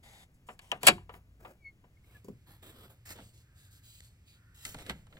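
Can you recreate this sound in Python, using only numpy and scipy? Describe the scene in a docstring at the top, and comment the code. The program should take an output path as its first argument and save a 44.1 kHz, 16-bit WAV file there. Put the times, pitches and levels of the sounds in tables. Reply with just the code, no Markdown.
"""A steel bolt on a wooden greenhouse door grinds round in its barrel and is shot back with a ringing clack.
The door knocks against its frame and swings open with a squeak; the outdoor rumble deepens, a far engine
joins it, and there is a dull thud. Then a hand and a sleeve rustle close by as a wire hook is lifted.
A distant crow caws twice, and last the hook scrapes and drops into its eye.
Knocks are bursts of noise plus fading tones; rubbing is noise made of many tiny slips."""
import sys
import numpy as np
from scipy import signal
from scipy.fft import rfft, irfft, next_fast_len
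from scipy.io import wavfile
from scipy.ndimage import uniform_filter1d

SR = 44100
rng = np.random.default_rng(int(sys.argv[2]) if len(sys.argv) > 2 else 0)


def digitize_waveform(pressure):
    """Quantize a signal to 16-bit integers and store it at the path in sys.argv[1].

    Rows of a 2-D input are taken as channels; values are limited to [-1, 1].
    """
    field = np.atleast_2d(pressure).T
    bounded = np.clip(field, -1, 1)
    quanta = np.round(bounded * 32767).astype(np.int16)
    wavfile.write(sys.argv[1], SR, quanta)


N = 229257
TIME = np.arange(N) / SR
EVENT_SAMPLES = 24000  # room for one blow or one rub

# Blows. Thump (bass) and tick (treble) are added to the level; the factor scales how long a blow rings.
# t/s, level/dB, thump/dB, tick/dB, length factor
KNOB_BLOWS = [(0.7165, -18, -23.5, -13, 0.34)]  # the bolt's knob flicking up against its plate
BOLT_BLOWS = [(0.591, -41.5, -23, -7.5, 0.45), (0.8315, -31, -14.5, 4, 0.4), (0.868, -14, -24, 1.5, 0.85),
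              (0.8718, -5.5, -20.5, -6, 0.65), (0.8792, -11.5, -18, -1.5, 0.57),
              (0.8828, -7.5, -12, -8.5, 0.81)]
KNOCKS_AND_THUD = [(0.4875, -35, -17.5, -35, 0.96), (0.7205, -26.5, -20, -20, 1.1),
                   (0.832, -29, -11.5, -20, 0.9), (0.98, -39.5, -24, -28.5, 0.35),
                   (1.093, -35.5, -20, -18, 0.62), (1.139, -38.5, -12, -9.5, 0.61),
                   (1.449, -37, -33, -36, 0.88), (1.457, -73, -20.5, -30, 0.4), (1.499, -65, -7, -1, .4),
                   (1.84, -55, -7.5, -24, 0.9), (2.245, -62.5, 13, 18, 0.91), (2.283, -51.5, 16, 4.5, 0.73)]  # door knocks, then a dull low thud like a footstep
HOOK_BLOWS = [(3.1105, -34, 6, -4, 0.068), (3.187, -49, 7.5, -14, 0.84), (4.0045, -42, -7, 10, 0.12),
              (4.6515, -29.5, -36, 1.5, 0.41), (4.745, -33.5, 5, -6, 0.32), (4.786, -45, -2.5, -9.5, 1.3),
              (4.864, -45.5, -13, -8, 1.6), (4.8955, -27.5, -3.5, -11, 0.97), (5.068, -58.5, 4, -8, 0.7),
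              (5.126, -51.5, -1, -34, 0.8), (5.169, -51, -5, -31, 1.03)]
# The tones each struck part rings with; decay is the time to fade by 60 dB. f/Hz, level/dB, decay/s
KNOB_TONES = [(2770, 2, 0.027), (2970, 13.5, 0.018), (3500, -9, .025)]
BOLT_TONES = [(54.7, -10, 4.8), (93.4, -12.5, 2.3), (192, -5, 0.33), (342, 6.5, 0.24), (373, 3, 0.2),
              (563.5, -2.5, 0.16), (636, -4, .1), (722, -1.5, 0.19), (895, -3.5, 0.12), (1084, 0, 0.12),
              (1370, -6.5, 0.028), (1534, -1.5, 0.1), (1690, -6, 0.08), (2240, 2.5, 0.085),
              (2360, 4.5, .085), (2680, 0, .06), (2890, 2, 0.059), (3250, 1, 0.11), (3780, -1, 0.023),
              (4200, -8, 0.023), (4505, -3.5, 0.064), (4629, 5.5, 0.059), (7700, -2, 0.027),
              (10800, 2, 0.062)]
DOOR_TONES = [(140, 3.5, 0.17), (206, 0, 0.092), (254, 10.5, 0.026), (402, 11, 0.043), (491.4, 5, 0.064),
              (727, -32, .07), (978, 8.5, 0.0255), (1167, -5, 0.018)]
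HOOK_TONES = [(180, 2, 0.36), (283, -4, 0.2), (487.7, 6, 0.2), (921, -14, 0.034), (1330, -37, 0.043),
              (2050, -12, 0.027), (3040, 7, 0.034), (4230, -22, 0.036), (4334, -15, 0.085),
              (8570, -17, 0.023)]
# The dense, noisy ringing of wood and steel: f/Hz, decay/s
RING_DECAY = [(100, 0.58), (300, 0.11), (900, 0.099), (2500, 0.09), (6000, 0.082), (14000, 0.015)]

# Rubs. Body (bass) and hiss (treble) are added to the level; swell is the change from start to end.
# t/s, length/s, level/dB, body/dB, hiss/dB, swell/dB
BOLT_RUBS = [ (0.025, 0.21, -63, -10.5, -3, 0.5), (0.335, 0.032, -100, -21, 22, -11),
             (0.462, 0.077, -74.5, -5, 7.5, -3), (0.608, 0.17, -68.5, -9, -2.5, -7),
             (0.803, 0.021, -62.5, -1.5, -3.5, 11.5), (0.831, 0.039, -42, -11, -4.5, 12)]  # the bolt in its barrel
DOOR_RUBS = [ (1.105, .06, -70.5, -9, 3, 7), (1.385, 0.13, -67, 1.5, -1, 3.5)]  # the door brushing its frame
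HAND_RUBS = [ (2.03, 0.14, -72, 2.5, -0.5, 9.5), (2.46, 0.089, -63.5, 0, -2, 2.5),
             (2.616, 0.081, -59, 1, 2, 1.5), (2.715, 0.14, -64, 2, -1.5, 7.5),
             (2.89, 0.051, -67.5, 0.5, 2, -9)]  # the hand reaching for the hook
SLEEVE_RUBS = [ (3.19, 0.11, -73, 4, 7, -2), (3.31, .11, -73.5, 1, 6, -2), (3.535, 0.14, -71, -4, 4.5, 3.5),
               (3.69, 0.1, -73, -10, 8.5, -4), (3.81, 0.18, -65.5, -13, 4.5, 2),
               (4.005, 0.078, -68, -10.5, 5, -7), (4.245, 0.12, -69.5, -18, 1, -4),
               (4.92, 0.11, -85.5, 20.5, 13.5, -9), (5.08, 0.14, -76.5, 16, 2, 5)]  # sweeps of the sleeve
WIRE_RUBS = [ (3.05, 0.07, -54.5, -8, 5, 9), (3.15, 0.078, -60, 5, -5, -2.5), (4.54, .11, -64, -20, 6, 11),
             (4.648, 0.083, -53.5, -5.5, 6, -9), (4.735, 0.091, -60.5, 1.5, -1, 10),
             (4.84, 0.066, -58.5, 6.5, -1, 12)]  # the hook scraping on post and eye
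# Where the scraped wire sings: f/Hz, boost/dB
WIRE_PEAKS = [(1950, 7.5), (4400, -0.5), (5480, 7.5), (8300, 4)]

# Colours: how strong each sound is from bass to treble. f/Hz, level/dB
KNOB_SPECTRUM = [(200, -20), (1000, -0.5), (2100, -11.5), (2750, 4.5), (3400, -3.5), (4200, -16),
                 (7500, -12), (16000, -30)]
BOLT_SPECTRUM = [(60, -19.5), (170, -5.5), (400, 2.5), (800, -0.5), (1200, -0.5), (1800, 0), (2600, 4),
                 (3400, -3), (4600, -5.5), (5800, -13.5), (7800, -7), (10800, -11), (13000, -16),
                 (16000, -23)]
BARREL_SPECTRUM = [(100, 0), (800, 4), (1700, 0.5), (3200, 2.5), (4800, -4), (6000, -11), (8000, -5),
                   (11000, -10), (16000, -17)]
DOOR_SPECTRUM = [(60, 0.5), (140, 13), (420, 11), (1000, -3), (1600, -6), (3000, -10), (6000, -39.5),
                 (16000, -35.5)]
HOOK_SPECTRUM = [(60, -6.5), (170, -3), (400, -10.5), (900, 9.5), (1600, 31.5), (3700, 25.5), (5300, -1),
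                 (8200, -3), (11000, -8.5), (16000, -34)]
WIRE_SPECTRUM = [(100, 14.5), (400, 8.5), (1000, 11.5), (1900, 12.5), (3200, 16), (4400, 11), (4900, 1.5),
                 (5500, -5), (6400, -2.5), (8200, -5), (12000, -5.5), (16000, -6)]
HAND_SPECTRUM = [(100, 19.5), (400, 16), (900, 8), (1600, 5), (2400, 2), (3000, 3.5), (4000, 1),
                 (5600, -11.5), (8000, -5), (10000, -6), (12500, -2), (16000, -5.5)]
SLEEVE_SPECTRUM = [(100, -12.5), (400, -27), (1000, -9.5), (2400, 6.5), (3300, 12), (4500, 10), (5600, -8),
                   (6400, -4.5), (9000, -6), (12000, -9), (16000, -9)]
AIR_DOOR_SHUT = [(20, -7.5), (55, -0.5), (110, -2), (200, -11.5), (400, -21.5), (900, -31.5), (2200, -31),
                 (4000, -39), (16000, -41.5)]
AIR_DOOR_OPEN = [(20, -14), (55, 8.5), (110, 6), (200, -8), (400, -18), (900, -27), (2200, -21),
                 (4000, -28.5), (16000, -34.5)]

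# Hinge squeaks, timed at their middle: t/s, half length/s, f/Hz, glide/(Hz per s), level/dB
HINGE_SQUEAKS = [(1.672, 0.024, 2192, -900, -45.5), (1.65, 0.037, 2244, -1500, -66),
                 (1.975, 0.004, 2170, -2000, -66), (2.045, .005, 2175, -2000, -68),
                 (2.105, 0.005, 2180, -2000, -68), (2.161, 0.012, 1713, -2200, -56)]
# Calls of a far crow: t/s, length/s, f/Hz, level/dB
CROW_CAWS = [(3.399, .5, 325.4, -75), (4.324, 0.31, 361, -72)]
# Tones of a far idling engine: multiple of its cycle rate, level/dB
ENGINE_TONES = [(4, -67), (5, -66.5), (6, -79.5)]
# How sound reaches left and right, facing the bolt and facing the hook:
# f/Hz, left lead/rad, left minus right/dB, likeness of the sides (0 to 1)
STEREO_AT_BOLT = [(0, 0, 0, .99), (400, .4, 1, .95), (1000, 1.2, 3, .85), (2200, 2.6, 5, .6),
                  (3300, 2.3, 4, .85), (4400, 1.5, 0, .6), (5800, .5, -1, .6), (6900, 0, 0, .95),
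                  (9150, -3.14, 0, .99), (16000, -13.1, 0, .99)]
STEREO_AT_HOOK = [(0, 0, 0, .99), (300, 0, 0, .97), (1200, -.8, -2, .6), (3100, -3.1, -2, .7),
                  (5000, -6.2, 0, .7), (6500, -9, 0, .75), (7900, -6.3, 0, .93), (9800, -3.14, 0, .98),
                  (16000, 8.6, 0, .98)]


def bolt():
    """The bolt grinds round, its knob flicks up, then it slides back and slams, bouncing, on its stop."""
    knob = blows(KNOB_BLOWS, KNOB_SPECTRUM, KNOB_TONES, crack_db=7.5, crack_s=0.004,
                 ring_db=-5.5, tones_db=-11.5, echo_db=-35, echo_s=0.24)
    clacks = blows(BOLT_BLOWS, BOLT_SPECTRUM, BOLT_TONES, crack_db=6.5, crack_s=0.0045,
                   ring_db=-3.5, tones_db=-21, echo_db=-34, echo_s=0.24)
    grind = rubbing(BOLT_RUBS, BARREL_SPECTRUM, attack_s=0.012, release_s=0.013, grain_db=3)
    return grind + knob + clacks


def door():
    """The wooden door knocks and brushes against its frame; then comes a dull thud, like a footstep."""
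    bumps = blows(KNOCKS_AND_THUD, DOOR_SPECTRUM, DOOR_TONES, crack_db=0, crack_s=0.0011,
                  ring_db=-4, tones_db=-7, echo_db=-12.5, echo_s=0.17)
    brush = rubbing(DOOR_RUBS, DOOR_SPECTRUM, attack_s=0.029, release_s=0.02,
                    grain_db=3.43, flutter_db=2)
    return bumps + brush


def hook():
    """The wire hook scrapes, ticks on its eye and drops home."""
    ticks = blows(HOOK_BLOWS, HOOK_SPECTRUM, HOOK_TONES, crack_db=11, crack_s=0.0022,
                  ring_db=-4.5, tones_db=-35, echo_db=-27.5, echo_s=0.42)
    scrape = rubbing(WIRE_RUBS, WIRE_SPECTRUM, attack_s=0.011, release_s=0.017,
                     grain_db=2.9, flutter_db=1.2, peaks=WIRE_PEAKS)
    return ticks + amp(-2.5) * scrape


def hinge(waver=0.0056):
    """The turning hinge gives short, nearly pure squeaks that sag in pitch."""
    out = np.zeros((2, N))
    for middle, half, hz, glide, db in HINGE_SQUEAKS:
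        t = np.arange(-3 * half, 3 * half, 1 / SR)
        pitch = hz * (1 + waver * wobble(len(t), 200)) + glide * t
        phase = 2 * np.pi * np.cumsum(pitch) / SR
        tone = np.sin(phase) + amp(-26) * np.sin(2 * phase) + amp(-41.5) * np.sin(3 * phase)
        sides = amp([[db + 2.5], [db]])  # louder on the left
        add(out, middle + t[0], sides * tone * np.exp(-(t / half) ** 2))
    return out


def rustle():
    """Skin and cloth rub as the arm reaches for the hook and moves it."""
    hand = rubbing(HAND_RUBS, HAND_SPECTRUM, attack_s=0.014, release_s=0.029,
                   grain_db=3.4, flutter_db=1.5, arch_db=1.5)
    sleeve = rubbing(SLEEVE_RUBS, SLEEVE_SPECTRUM, attack_s=0.045, release_s=0.024,
                     grain_db=2.6, flutter_db=0.74, arch_db=2.5)
    return hand + sleeve


def blows(rows, colour, own_tones, crack_db, crack_s, ring_db, tones_db, echo_db, echo_s):
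    """Each blow is a brief crack, a dense ring, the part's own tones and a faint echo off nearby walls."""
    out = np.zeros((2, N))
    t, hz = np.arange(EVENT_SAMPLES) / SR, np.fft.rfftfreq(EVENT_SAMPLES, 1 / SR)
    centres = np.geomspace(100, 14000, 7)  # seven bands, each fading at its own speed
    bands = np.array([np.interp(np.log(hz + 1), np.log(centres), row) for row in np.eye(len(centres))])
    tone_hz, tone_db, tone_decay = np.transpose(own_tones)
    shapes = split_colour(colour, hz) * resonances(tone_hz, hz)
    ring_s = read_curve(RING_DECAY, centres)[:, None]
    rise = 1 - np.exp(-t / (0.00048 + 1.1 / centres[:, None]))  # bass builds up more slowly than treble
    brightness = np.sqrt(centres / centres[-1])[:, None]  # the crack lies mostly in the treble
    echo = amp(echo_db) * fade(t, echo_s) * (1 - np.exp(-t / 0.019))
    phases = rng.uniform(0, 2 * np.pi, (2, len(own_tones), 1))
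    tones = np.sin(2 * np.pi * tone_hz[:, None] * t + phases) * fade(t, tone_decay[:, None])
    tones *= (1 - np.exp(-t * tone_hz[:, None])) * amp(tone_db + tones_db)[:, None]
    for start, db, thump_db, tick_db, length in rows:
        force = amp(db + np.array([thump_db, 0, tick_db]))
        spectrum = rfft(rng.standard_normal((2, EVENT_SAMPLES))) * (force @ shapes)
        length = max(length, 0.1)
        crack = amp(crack_db) * brightness * np.exp(-t / (crack_s * length))
        ring = amp(ring_db) * fade(t, ring_s * length)
        loudness = rise * np.sqrt(crack ** 2 + ring ** 2 + echo ** 2)
        burst = (irfft(spectrum[:, None] * bands) * loudness).sum(1)
        ringing = (force @ low_mid_high(tone_hz)) @ tones * min(length, 1)
        add(out, start, burst + ringing)
    return out


def resonances(tone_hz, hz, lift_db=6.5, width_hz=54):
    """A part answers most strongly near its own tones; higher peaks are wider."""
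    widths = width_hz * (0.5 + hz[:, None] / 4000)
    peaks = peak(hz[:, None], tone_hz, widths)
    return amp(lift_db * (peaks.max(1) - 0.5))


def rubbing(rows, colour, attack_s, release_s, grain_db, flutter_db=0, arch_db=0, peaks=()):
    """Sliding surfaces make countless tiny slips: grain makes them uneven, flutter clumps them."""
    out = np.zeros((2, N))
    t, hz = np.arange(EVENT_SAMPLES) / SR, np.fft.rfftfreq(EVENT_SAMPLES, 1 / SR)
    singing = amp(sum(boost_db * peak(hz, peak_hz, width_hz=180) for peak_hz, boost_db in peaks))
    for start, length, db, body_db, hiss_db, swell_db in rows:
        sizes = amp(grain_db * np.minimum(rng.exponential(1, len(t)), 5))
        clumps = amp(flutter_db * wobble(len(t), 300))
        slips = unit(rng.standard_normal((2, len(t))) * sizes * clumps)
        shape = amp(db + np.array([body_db, 0, hiss_db])) @ split_colour(colour, hz)
        patches = amp(2.74 * wobble(len(hz), 160))  # each rub meets another spot with its own colour
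        scrape = irfft(rfft(slips) * shape * singing * patches)
        add(out, start, scrape * rub_loudness(t, length, swell_db, attack_s, release_s, arch_db))
    return out


def rub_loudness(t, length, swell_db, attack_s, release_s, arch_db):
    """A rub speeds up, is fastest midway (arch), presses harder or eases (swell) and coasts to a stop."""
    attack = np.sin(np.pi / 2 * np.minimum(t / attack_s, 1)) ** 2
    progress = np.minimum(t / length, 1)
    hold = amp(swell_db * (progress - 0.5) + arch_db * (np.sin(np.pi * progress) - 1))
    return attack * hold * np.exp(-np.maximum(t - length, 0) / release_s)


def crow(rough=0.0667, bend=0.023, throat_hz=1575, width_hz=230):
    """Hoarse far caws: shaky overtones rise and fall in pitch, shaped by one throat resonance."""
    out = np.zeros((2, N))
    for start, length, pitch_hz, db in CROW_CAWS:
        t = np.arange(0, length, 1 / SR)
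        arch = np.sin(np.pi * t / length)
        jitter = wobble((2, len(t)), 120)
        hz = pitch_hz * (1 - bend * (1 - arch))
        phase = 2 * np.pi * np.cumsum(hz * (1 + rough * jitter), axis=1) / SR
        voice = sum(np.sin(k * phase) * peak(k * hz, throat_hz, width_hz) for k in range(3, 8))
        add(out, start, amp(db) * unit(voice) * np.sqrt(arch))
    return out


def engine(cycle_hz=22.56, wander=0.01916):
    """A far idling engine hums a few low tones that drift with its speed."""
    phase = 2 * np.pi * np.cumsum(cycle_hz * (1 + wander * wobble(N, 6000))) / SR
    return sum(amp(db) * np.sqrt(2) * np.sin(k * phase + rng.uniform(0, 2 * np.pi))
               for k, db in ENGINE_TONES)


def air(colour, db):
    """Steady outdoor rumble with a thin hiss above it."""
    size = next_fast_len(N)
    shape = amp(read_curve(colour, np.fft.rfftfreq(size, 1 / SR)))
    spectrum = rfft(rng.standard_normal((2, size))) * shape
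    return amp(db) * unit(irfft(spectrum, size)[:, :N])


def stereo(pair, table):
    """Blends two unrelated versions of a sound into left and right, each with its own timing and level."""
    size = next_fast_len(N + 2048)
    hz = np.fft.rfftfreq(size, 1 / SR)
    table_hz, *columns = np.transpose(table)
    lead, balance_db, likeness = (np.interp(hz, table_hz, column) for column in columns)
    left, other = rfft(pair, size)
    right = (likeness * left + np.sqrt(1 - likeness ** 2) * other) * np.exp(-1j * lead)
    return irfft(np.array([left * amp(balance_db / 2), right * amp(-balance_db / 2)]), size)[:, :N]


def low_mid_high(hz):
    """How much of each frequency counts as bass, middle and treble."""
    below_middle, below_treble = 1 / (1 + (hz / 620) ** 6), 1 / (1 + (hz / 5400) ** 10)
    return np.array([below_middle, below_treble - below_middle, 1 - below_treble])


def split_colour(colour, hz):
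    """Splits a colour into bass, middle and treble of equal power."""
    return np.array([unit(share * amp(read_curve(colour, hz))) for share in low_mid_high(hz)])


def read_curve(points, hz):
    """Reads between the rows of a table, giving every octave the same room."""
    table_hz, values = np.transpose(points)
    return np.interp(np.log(hz + 1), np.log(table_hz), values)


def peak(hz, centre_hz, width_hz):
    """A hump that is 1 at its centre and half that one width away."""
    return 1 / (1 + ((hz - centre_hz) / width_hz) ** 2)


def fade(t, decay_s):
    """Dies away by 60 dB in decay_s."""
    return np.exp(-np.log(1000) * t / decay_s)


def wobble(shape, span):
    """A random wiggle: noise smoothed over span points."""
    return unit(uniform_filter1d(rng.standard_normal(shape), size=span))


def amp(db):
    """Turns decibels into a gain."""
    return 10 ** (np.asarray(db) / 20)


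def unit(x):
    """Scales to an average power of 1."""
    return x / np.sqrt(np.mean(x ** 2) + 1e-20)


def add(mix, start_s, sound):
    """Mixes a two-channel sound in at start_s."""
    part = mix[:, max(round(start_s * SR), 0):][:, :sound.shape[1]]
    part += sound[:, :part.shape[1]]


def scene():
    """Bolt and door, then hook and crow; as the door swings, the air changes and the engine fades in."""
    opened = np.clip((TIME - 1.9) / 0.26, 0, 1)
    at_bolt = bolt() + door() + np.sqrt(1 - opened) * air(AIR_DOOR_SHUT, db=-62)
    at_hook = hook() + rustle() + crow() + np.sqrt(opened) * air(AIR_DOOR_OPEN, db=-61.5)
    placed = stereo(at_bolt, STEREO_AT_BOLT) + stereo(at_hook, STEREO_AT_HOOK)
    return placed + hinge() + opened * engine()


def record(dry):
    """Gently squashes the loudest peaks, then cuts the treble above 16 kHz."""
    low_pass = signal.firwin(255, 16000, window=("kaiser", 8), fs=SR)
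    return signal.oaconvolve(np.tanh(dry), low_pass[None], "same")


dry = scene()
out = record(dry)
digitize_waveform(out)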